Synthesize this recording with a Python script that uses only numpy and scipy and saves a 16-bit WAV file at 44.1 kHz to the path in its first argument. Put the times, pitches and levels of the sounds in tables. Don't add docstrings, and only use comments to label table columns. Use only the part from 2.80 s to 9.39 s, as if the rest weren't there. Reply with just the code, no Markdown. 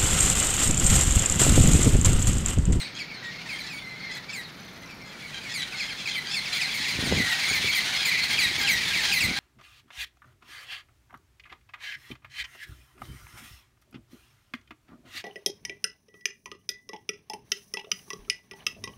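import sys
import numpy as np
from scipy import signal
from scipy.fft import rfft, irfft
from scipy.io import wavfile
from scipy.ndimage import uniform_filter1d

SR = 44100
rng = np.random.default_rng(int(sys.argv[2]) if len(sys.argv) > 2 else 0)


def makeup_ratio(level_db):
    decades = np.asarray(level_db, float) / 20
    return 10 ** decades


def to_wav(sig):
    pcm = np.clip(np.atleast_2d(sig), -1, 1) * 32767
    pcm = np.round(pcm).astype(np.int16)
    wavfile.write(sys.argv[1], SR, pcm.T)


N = 290619


def rms_one(x):
    return x / np.sqrt(np.mean(x ** 2) + 1e-20)


def in_time(rows):
    s, *columns = np.transpose(rows)
    return [np.interp(np.arange(N) / SR, s, c) for c in columns]


def band(x, low_hz, high_hz, order=3):
    return signal.sosfilt(signal.butter(order, [low_hz, high_hz], "band", fs=SR, output="sos"), x)


def drift(rate_hz):
    r = np.exp(-2 * np.pi * rate_hz / SR)
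    wander = signal.lfilter([1], [1, -2 * r, r * r], rng.standard_normal(N + SR))
    return rms_one(wander[SR:])


def coloured(spectrum):
    hz, level_db = np.transpose(spectrum)
    grid_hz = np.fft.rfftfreq(N, 1 / SR) + 1
    gain = makeup_ratio(np.interp(np.log(grid_hz), np.log(hz), level_db))
    return irfft(rfft(rng.standard_normal(N)) * gain, N)


# frequency in Hz, gain in dB.
BEAK = [(1500, -1.5), (2200, 0.5), (3300, -0.5), (4400, -5), (5500, -3), (7000, 2.5), (9000, 4),
        (11500, -6), (14000, -13), (15200, -11), (16000, -16)]


def calls(rows, overtones_db, wobble, rough, breath_db, fall=2.5, octave_fade_db_per_khz=14):
    out = np.zeros(N + 2 * SR)
    waver, flutter, sway = drift(87.0), drift(235), drift(15)
    breath = band(rng.standard_normal(N), 2100, 9300, order=2)
    onset_s, attack_s = .006, 0.0089
    multiples = np.arange(1, len(overtones_db) + 1)[:, None]
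    for s, length_s, start_hz, end_hz, level_db, facing_db in rows:
        at = round((s - onset_s) * SR)
        u = np.arange(-onset_s / length_s, 1, 1 / (length_s * SR))
        near = (at + np.arange(len(u))) % N
        slide = (np.exp(-fall * u) - np.exp(-fall)) / (1 - np.exp(-fall))
        crack = 1 + 2 * (end_hz > 2800)
        hz = (end_hz + (start_hz - end_hz) * slide) * (1 + wobble * crack * waver[near])

        high = (multiples > 2) | (multiples * end_hz > 5600)
        own = (near + 9000 * multiples) % N
        turning_db = 2.6 * sway[own] - 7 * u + 1.5 - 60 * np.clip(.1 - u, 0, 1)
        above_khz = np.clip(2 * hz / 1000 - 5, 0, 1.5) * (end_hz > 1500)
        octave_db = 0.24 * (facing_db + 9.5) - octave_fade_db_per_khz * above_khz
        colour_db = np.interp(multiples * hz, *np.transpose(BEAK))
        colour_db = colour_db + turning_db * high + octave_db * (multiples == 2)
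        gains = makeup_ratio(np.array(overtones_db)[:, None] + facing_db * high + colour_db)
        gains = gains * (multiples * hz < 17000) * (1 + .25 * flutter[own] * high)

        phase = 2 * np.pi * np.cumsum(hz) / SR
        voice = rms_one(np.sum(gains * np.sin(multiples * (phase + multiples)), axis=0))
        voice = voice + makeup_ratio(breath_db) * np.exp(-2.5 * (u - u[0])) * breath[near]
        shape = np.clip(np.minimum((u - u[0]) * length_s / attack_s, (1 - u) / 0.12), 0, 1)
        shape = shape * (1 + rough * flutter[near])
        out[SR + at:SR + at + len(u)] += makeup_ratio(level_db + 3.5) * shape * voice
    return out[SR:SR + N]


def shaped(rows, start, length_s=None, facing_db=None):
    rows = np.array(rows, float)
    if length_s is not None:
        rows = np.insert(rows, 1, length_s, axis=1)
    if facing_db is not None:
        rows = np.c_[rows, np.full(len(rows), facing_db)]
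    return np.insert(rows, 2, np.multiply(start, rows[:, 2]), axis=1)


def trees(x):
    t60_s, cut_hz = 0.27, 10500
    t = np.arange(SR) / SR
    tail = rng.standard_normal(SR) * makeup_ratio(-60 * t / t60_s) * np.clip(t / 0.0014, 0, 1)
    dull = signal.lfilter(*signal.butter(1, cut_hz, fs=SR), tail)
    return signal.fftconvolve(x, dull / np.sqrt(np.sum(dull ** 2)))[:N]


def crowd(count, low_hz, high_hz, glide, spread_db):
    when, long, pitch, slide, far = rng.random((count, 5)).T
    end_hz = low_hz + (high_hz - low_hz) * pitch
    start_hz = end_hz * (1 + glide * slide)
    return np.c_[when * N / SR, .03 + .05 * long, start_hz, end_hz, spread_db * far, -22 - 8 * long]


# time in seconds, nearness as level in dB, shrillness in dB.
FLOCK = [(0, -34.5, 8), (.11, -44.5, -8), (.3, -45.5, -14), (.7, -40.5, 5.5), (.88, -41, 1),
         (1.08, -48.5, 9), (1.27, -43, -5), (1.5, -46.5, 4.5), (2.24, -50, 9), (2.46, -43, 8.5),
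         (2.92, -39, 5.5), (3.47, -39, 5.5), (3.76, -32.5, 2.5), (4.35, -29.5, 2.5), (4.55, -27.5, 1.5),
         (5.89, -28.5, 1), (6.29, -26, 2), (6.44, -30.5, 2)]
# frequency in Hz, level in dB per Hz.
THROAT = [(290, -58), (500, -13.5), (829, -13), (944, -11), (1350, -10), (1810, -4.5), (2090, -1),
          (2830, -8.5), (4240, -4.5), (5500, -13.5), (6740, -18.5), (8010, -26.5), (8860, -22),
          (11200, -30), (15800, -33)]
CHIRP_OVERTONES = [1, 0, 1.5, -3.5, -1.5, 5.5, 11.5, 6]
SCREECH_OVERTONES = [-8.5, -1, -7, -0.5, 2, -1, -13.5, -13, -19, -47, -22]


def flock():
    chirp_rows = crowd(count=170, low_hz=1792, high_hz=2300, glide=.3, spread_db=12)
    chirps = rms_one(calls(chirp_rows, CHIRP_OVERTONES, 0.0119, 0.35, -20))
    buzz_rows = crowd(count=90, low_hz=741.3, high_hz=928.0, glide=-0.1008, spread_db=4.5)
    buzz_rows = buzz_rows + [0, 0, 0.5, 1, 0, 21]
    buzz = rms_one(calls(buzz_rows, SCREECH_OVERTONES, 0.0355, 0.42, -3))
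    voices = makeup_ratio(-3) * chirps + makeup_ratio(-4) * buzz
    puffs = makeup_ratio(2.0 * drift(24.4))
    rasp = puffs * rms_one(coloured(THROAT))
    blur = makeup_ratio(-6) * voices + makeup_ratio(-2.0) * trees(voices) + makeup_ratio(3.0) * rasp

    mid_db, shrill_db = in_time(FLOCK)
    nearer_db = mid_db + 29
    low_db = -33.5 + 0.82 * nearer_db - 0.071 * shrill_db
    top_db = -41.5 + 1.35 * nearer_db + shrill_db
    out = np.zeros(N)
    for level_db, low_hz, high_hz in [(low_db, 627, 3100), (mid_db, 2870, 6340), (top_db, 6080, 22000)]:
        part = band(blur, low_hz, high_hz)
        loudness = np.sqrt(uniform_filter1d(part ** 2, size=3500) + 1e-9)
        out += makeup_ratio(level_db) * part / loudness
    return out


# frequency in Hz, level in dB per Hz.
HUM = [(15, -46), (25, 5), (70, -12.5), (157, 1), (342, -10), (1090, -15.5), (1430, -11.5), (1780, -20),
       (2150, -31), (2730, -58), (4330, -21), (8050, -84), (9460, -42), (11400, -37), (15800, -38)]


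def background():
    hum = coloured(HUM)
    return makeup_ratio(-47) * hum / np.std(band(hum, 25, 1340))


# start in seconds, length in seconds, settled Hz, level in dB, beak facing in dB.
PINCHED = [
    (-.014, 0.052, 1935, -39, -16),
    (.046, .03, 2210, -44, -32),
    (.343, 0.038, 2085, -45.5, -36),
    (.79, .035, 1965, -45, -32),
    (.855, .025, 1990, -48, -30),
    (1.2, 0.043, 2160, -50.5, -33),
]
PINCHED_START = [1.3, 1.03, 1.05, 1.25, 1.03, 1.04]
PINCHED_OVERTONES = [-2, 11, 4, 9, 0, 8, 4, -19]


def pinched_chirps():
    rows = shaped(PINCHED, PINCHED_START)
    return calls(rows, PINCHED_OVERTONES, 0.011, 0.25, -22, octave_fade_db_per_khz=0)


def plain(rows):
    return calls(rows, CHIRP_OVERTONES, 0.007, 0.22, -24)


# start in seconds, length in seconds, settled Hz, level in dB, beak facing in dB.
HELD = [(.01, 0.016, 2050, -46, -30), (.312, 0.028, 2190, -43.5, -31), (.428, 0.084, 1874, -45.5, -34),
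        (.539, 0.065, 2150, -47, -39), (.685, 0.035, 2080, -48, -33), (.835, .031, 2310, -50, -11),
        (.925, 0.078, 2230, -43.5, -16.5), (1.02, .13, 2050, -45, -35), (1.16, .07, 2100, -48, -39),
        (1.235, 0.047, 2090, -42, -37), (1.295, 0.031, 1987, -42.5, -34), (1.275, 0.03, 2250, -52, -22),
        (1.488, 0.02, 2270, -40.5, -29), (2.026, 0.031, 2035, -50, -28), (2.206, 0.079, 2080, -51, -28),
        (2.448, 0.028, 2220, -46, -28), (2.694, 0.033, 1903, -44, -32), (3.942, 0.091, 2083, -40, -19),
        (4.376, 0.048, 2167, -40, -24), (5.678, 0.04, 2106, -34, -30)]


def held_notes():
    return plain(shaped(HELD, 1.03))


# start in seconds, length in seconds, settled Hz, level in dB, beak facing in dB.
SCREECHES = [(.147, 0.064, 830, -46, 19), (.659, .02, 890, -49, -5), (.862, 0.021, 876, -47, 13),
             (1.31, 0.075, 834, -45.5, 9), (1.491, 0.056, 864, -47.5, 13), (2.257, 0.077, 845, -54, 5),
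             (2.538, 0.061, 812, -44.5, 8), (2.695, 0.046, 854, -42, 15), (2.817, 0.024, 790, -40, 13),
             (2.96, 0.12, 840, -43, 11), (3.17, 0.085, 844, -44.5, 27), (3.272, 0.061, 824, -39, 15),
             (3.46, 0.066, 808, -41, 10), (3.508, 0.069, 885, -41, 26), (3.727, 0.062, 827, -37, 25),
             (4.005, 0.097, 833, -42, 21), (4.322, 0.057, 851, -40, 13.5), (5.16, 0.11, 846, -37, 13),
             (5.805, 0.076, 821, -34, 6), (5.5, 0.058, 810, -37.5, 7), (6.03, .06, 847, -47, 12),
             (6.24, 0.086, 811, -36, 13), (.43, 0.083, 900, -53, 6), (6.561, 0.042, 818, -37, -0.5)]


def screeches():
    return calls(shaped(SCREECHES, 0.99), SCREECH_OVERTONES, 0.028, 0.45, -11)


NASAL_OVERTONES = [0, 5, 4, -2, -0.5, 2.5, 4.5, -19]
# start in seconds, length in seconds, settled Hz, level in dB, beak facing in dB.
STEEP = [
    (.187, .045, 2170, -38.5, -22),
    (3.806, .06, 2040, -33, -20),
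]


def steep_chirps():
    return calls(shaped(STEEP, 1.5), NASAL_OVERTONES, 0.011, .3, -22, fall=4.2, octave_fade_db_per_khz=6)


# start in seconds, length in seconds, settled Hz, level in dB, beak facing in dB.
DEEP = [(3.726, .045, 2120, -37, -14), (.292, 0.05, 2280, -52, -32), (.692, 0.067, 2087, -40, -22),
        (.786, 0.04, 1965, -44.5, -15), (2.924, 0.05, 2074, -41.5, -28), (3.258, 0.045, 2050, -35.5, -23),
        (3.355, 0.044, 1964, -35, -22), (3.765, 0.048, 1986, -36, -20), (4.37, 0.058, 1928, -32, -22),
        (4.604, 0.058, 1950, -37, -21), (4.729, 0.056, 2010, -31.5, -15), (4.885, 0.0355, 2093, -31, -19),
        (4.948, 0.05, 2005, -30.5, -10.5), (5.315, 0.054, 1950, -30, -37), (5.253, 0.05, 1977, -29.5, -13),
        (5.893, 0.056, 1896, -31.5, -9), (5.989, 0.036, 1930, -38, -21), (6.325, 0.072, 1960, -29.5, -11)]


def deep_chirps():
    return plain(shaped(DEEP, 1.25))


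# start in seconds, settled Hz, level in dB, beak facing in dB.
SHORT = [(5.502, 2020, -40, -23), (6.49, 2120, -40.5, -28), (4.3, 1950, -38.5, -28),
         (.892, 2390, -44.5, -18), (1.345, 1950, -44.5, -18), (2.095, 2300, -50.5, -26),
         (2.317, 2300, -53, -28), (.72, 2057, -43.5, -24), (2.8, 2190, -46, -24), (2.648, 2150, -44, -30),
         (2.42, 2150, -50, -25), (3.96, 2050, -39, -25), (4.4, 1950, -35, -25), (5.78, 2080, -34, -15),
         (5.0, 1980, -41, -36), (5.13, 2090, -34.5, -22), (3.939, 2100, -38.5, -12),
         (4.077, 2200, -41, -11), (4.439, 1855, -35, -20), (4.496, 1860, -33, -16), (4.633, 2057, -33, -18),
         (4.684, 2115, -31.5, -13.5), (4.867, 2114, -31, -20), (5.372, 2020, -33, -24),
         (5.432, 1980, -37, -17.5), (5.925, 1900, -34, -28), (6.085, 1600, -40, -24), (5.5, 2090, -35, -18)]


def short_chirps():
    return plain(shaped(SHORT, 1.14, length_s=0.0455))


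# start in seconds, length in seconds, settled Hz, level in dB.
SQUEAKS = [(.727, 0.067, 3180, -50), (.982, 0.06, 3530, -56), (1.284, 0.11, 3360, -62),
           (2.392, .048, 3430, -56), (2.511, .045, 3330, -63), (2.799, 0.044, 3390, -46),
           (3.086, 0.03, 3270, -44.5), (3.307, 0.053, 3530, -45), (3.334, 0.038, 3140, -38.5),
           (3.514, 0.051, 3500, -42), (3.607, 0.044, 3470, -45), (3.7, 0.079, 3580, -45),
           (3.9, 0.04, 3380, -42.5), (4.041, 0.027, 3540, -49), (4.666, 0.031, 3460, -41),
           (4.714, 0.19, 3520, -55), (4.81, 0.064, 3400, -40), (5.51, .066, 3280, -39.5),
           (4.266, .035, 3200, -43), (4.195, 0.032, 3500, -43), (4.93, 0.023, 3300, -34),
           (5.42, 0.028, 4400, -36), (6.055, 0.031, 3500, -39)]


def squeaks():
    return plain(shaped(SQUEAKS, 0.99, facing_db=-18.5))


# start in seconds, length in seconds, settled Hz, level in dB.
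PEEPS = [
    (.986, .02, 2900, -51),
    (1.634, 0.029, 3670, -47.5),
    (1.868, .03, 3400, -56),
]


def peeps():
    return plain(shaped(PEEPS, 1.36, facing_db=-30))


# start in seconds, length in seconds, settled Hz, level in dB, beak facing in dB.
SWOOPS = [(1.528, 0.092, 1883, -40.5, -16.5), (4.046, .05, 1966, -35.5, -25), (6.134, 0.06, 1995, -33, -22),
          (6.199, 0.046, 1975, -36, -17), (4.529, 0.041, 2200, -41, -28), (4.813, 0.045, 2130, -38, -18),
          (5.262, .04, 2005, -39, -11), (5.574, .025, 2250, -31, -35), (5.612, .052, 2054, -34, -30),
          (5.87, 0.047, 2100, -27.5, -19), (6.314, .03, 2200, -31, -19), (6.405, 0.062, 1972, -28.5, -14)]


def swoops():
    return plain(shaped(SWOOPS, 1.45))


# start in seconds, length in seconds, settled Hz, level in dB, beak facing in dB.
NASAL = [(2.74, .078, 1900, -36, -14), (2.998, .04, 2040, -35, -26), (5.586, .08, 1870, -29, -13),
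         (3.094, 0.042, 2026, -40.5, -30), (3.543, 0.059, 2044, -34, -16), (3.655, 0.0454, 2070, -41, -24),
         (4.241, .055, 1980, -37.5, -13), (4.085, 0.051, 2030, -36, -18)]


def nasal_swoops():
    return calls(shaped(NASAL, 1.33), NASAL_OVERTONES, 0.01, 0.23, -22, octave_fade_db_per_khz=2)


def near_birds():
    direct = pinched_chirps() + held_notes() + screeches() + steep_chirps() + deep_chirps()
    direct = direct + short_chirps() + squeaks() + peeps() + swoops() + nasal_swoops()
    return direct + makeup_ratio(-7) * trees(direct)


def insect(start_s, end_s, rate_hz, hz, width, level_db):
    t = np.arange(N) / SR
    throb = np.clip(np.cos(2 * np.pi * rate_hz * (t - start_s - .012)), 0, 1)
    throb = throb * (t > start_s) * (t < end_s)
    rasp = band(rng.standard_normal(N), hz * (1 - width), hz * (1 + width), order=2)
    return makeup_ratio(level_db) * throb * rms_one(rasp)


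# start in seconds, end in seconds, throbs per second, pitch in Hz.
CRICKETS = [
    (.97, 1.145, 62, 5500),
    (1.79, 2.09, 62, 6050),
    (2.05, 2.25, 62, 5500),
]


def crickets():
    return sum(insect(*row, width=.008, level_db=-53) for row in CRICKETS)


# start in seconds, end in seconds, throbs per second, pitch in Hz.
KATYDID = (1.67, 2.17, 23.5, 11600)


def katydid():
    return insect(*KATYDID, width=.1, level_db=-63)


# start in seconds, hold in seconds, level in dB.
GUSTS = [(3.83, .3, -49), (4.17, 0.15, -34), (4.3, 0.056, -28), (4.7, .01, -36.5), (4.83, 0.0087, -36.5),
         (5.0, .42, -48.5), (5.52, 0.04, -42.5), (5.66, .02, -41.5), (5.8, 0.12, -41.5), (5.95, .4, -45.5),
         (6.43, .04, -36), (6.53, .08, -41.5)]


def gust_gain():
    rise_db_per_s, fall_db_per_s = 228, 136
    t = np.arange(N) / SR
    levels_db = []
    for s, held_s, level_db in GUSTS:
        before_s, after_s = np.clip(s - t, 0, None), np.clip(t - s - held_s, 0, None)
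        levels_db.append(level_db - rise_db_per_s * before_s - fall_db_per_s * after_s)
    return makeup_ratio(np.max(levels_db, axis=0))


# start in seconds, peak in dB, pitch in Hz.
THUMPS = [(4.153, -27, 123), (4.189, -17, 247), (4.226, -18, 307), (4.272, -19.5, 243), (4.324, -7.5, 450),
          (4.351, -40, 139), (4.404, -15, 220), (5.659, -28, 150), (6.449, -23, 141)]


def wind():
    lumps = band(rng.standard_normal(N), 36, 288, order=2) * makeup_ratio(3.7 * drift(41))
    out, t = gust_gain() * rms_one(lumps), np.arange(2000) / SR
    for s, peak_db, hz in THUMPS:
        at = round(s * SR)
        out[at:at + len(t)] += makeup_ratio(peak_db + 1.5) * np.sin(2 * np.pi * hz * t) * np.exp(-t * hz / 0.5)
    return out


# start in seconds, peak in dB.
CLAPS = [(5.531, -15), (5.573, -22), (5.832, -14), (4.954, -20), (6.09, -23), (6.574, -18.5)]


def wing_claps():
    decay_s, length = .0012, 600
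    out, t = np.zeros(N + length), np.arange(length) / SR
    for s, peak_db in CLAPS:
        at = round(s * SR)
        out[at:at + length] += makeup_ratio(peak_db - 10) * rng.standard_normal(length) * np.exp(-t / decay_s)
    return band(out[:N], 1500, 15000, order=1)


def scene():
    mix = flock() + background() + near_birds() + crickets() + katydid() + wind() + wing_claps()
    return mix[None]


def top_cut(x):
    return signal.sosfilt(signal.butter(12, 16650, fs=SR, output="sos"), x)


def record(dry):
    x = signal.sosfilt(signal.butter(4, 48, "high", fs=SR, output="sos"), dry)
    x = irfft(rfft(x) * (np.fft.rfftfreq(N, 1 / SR) < 15725), N)
    return top_cut(x)


dry = scene()
out = record(dry)
to_wav(out)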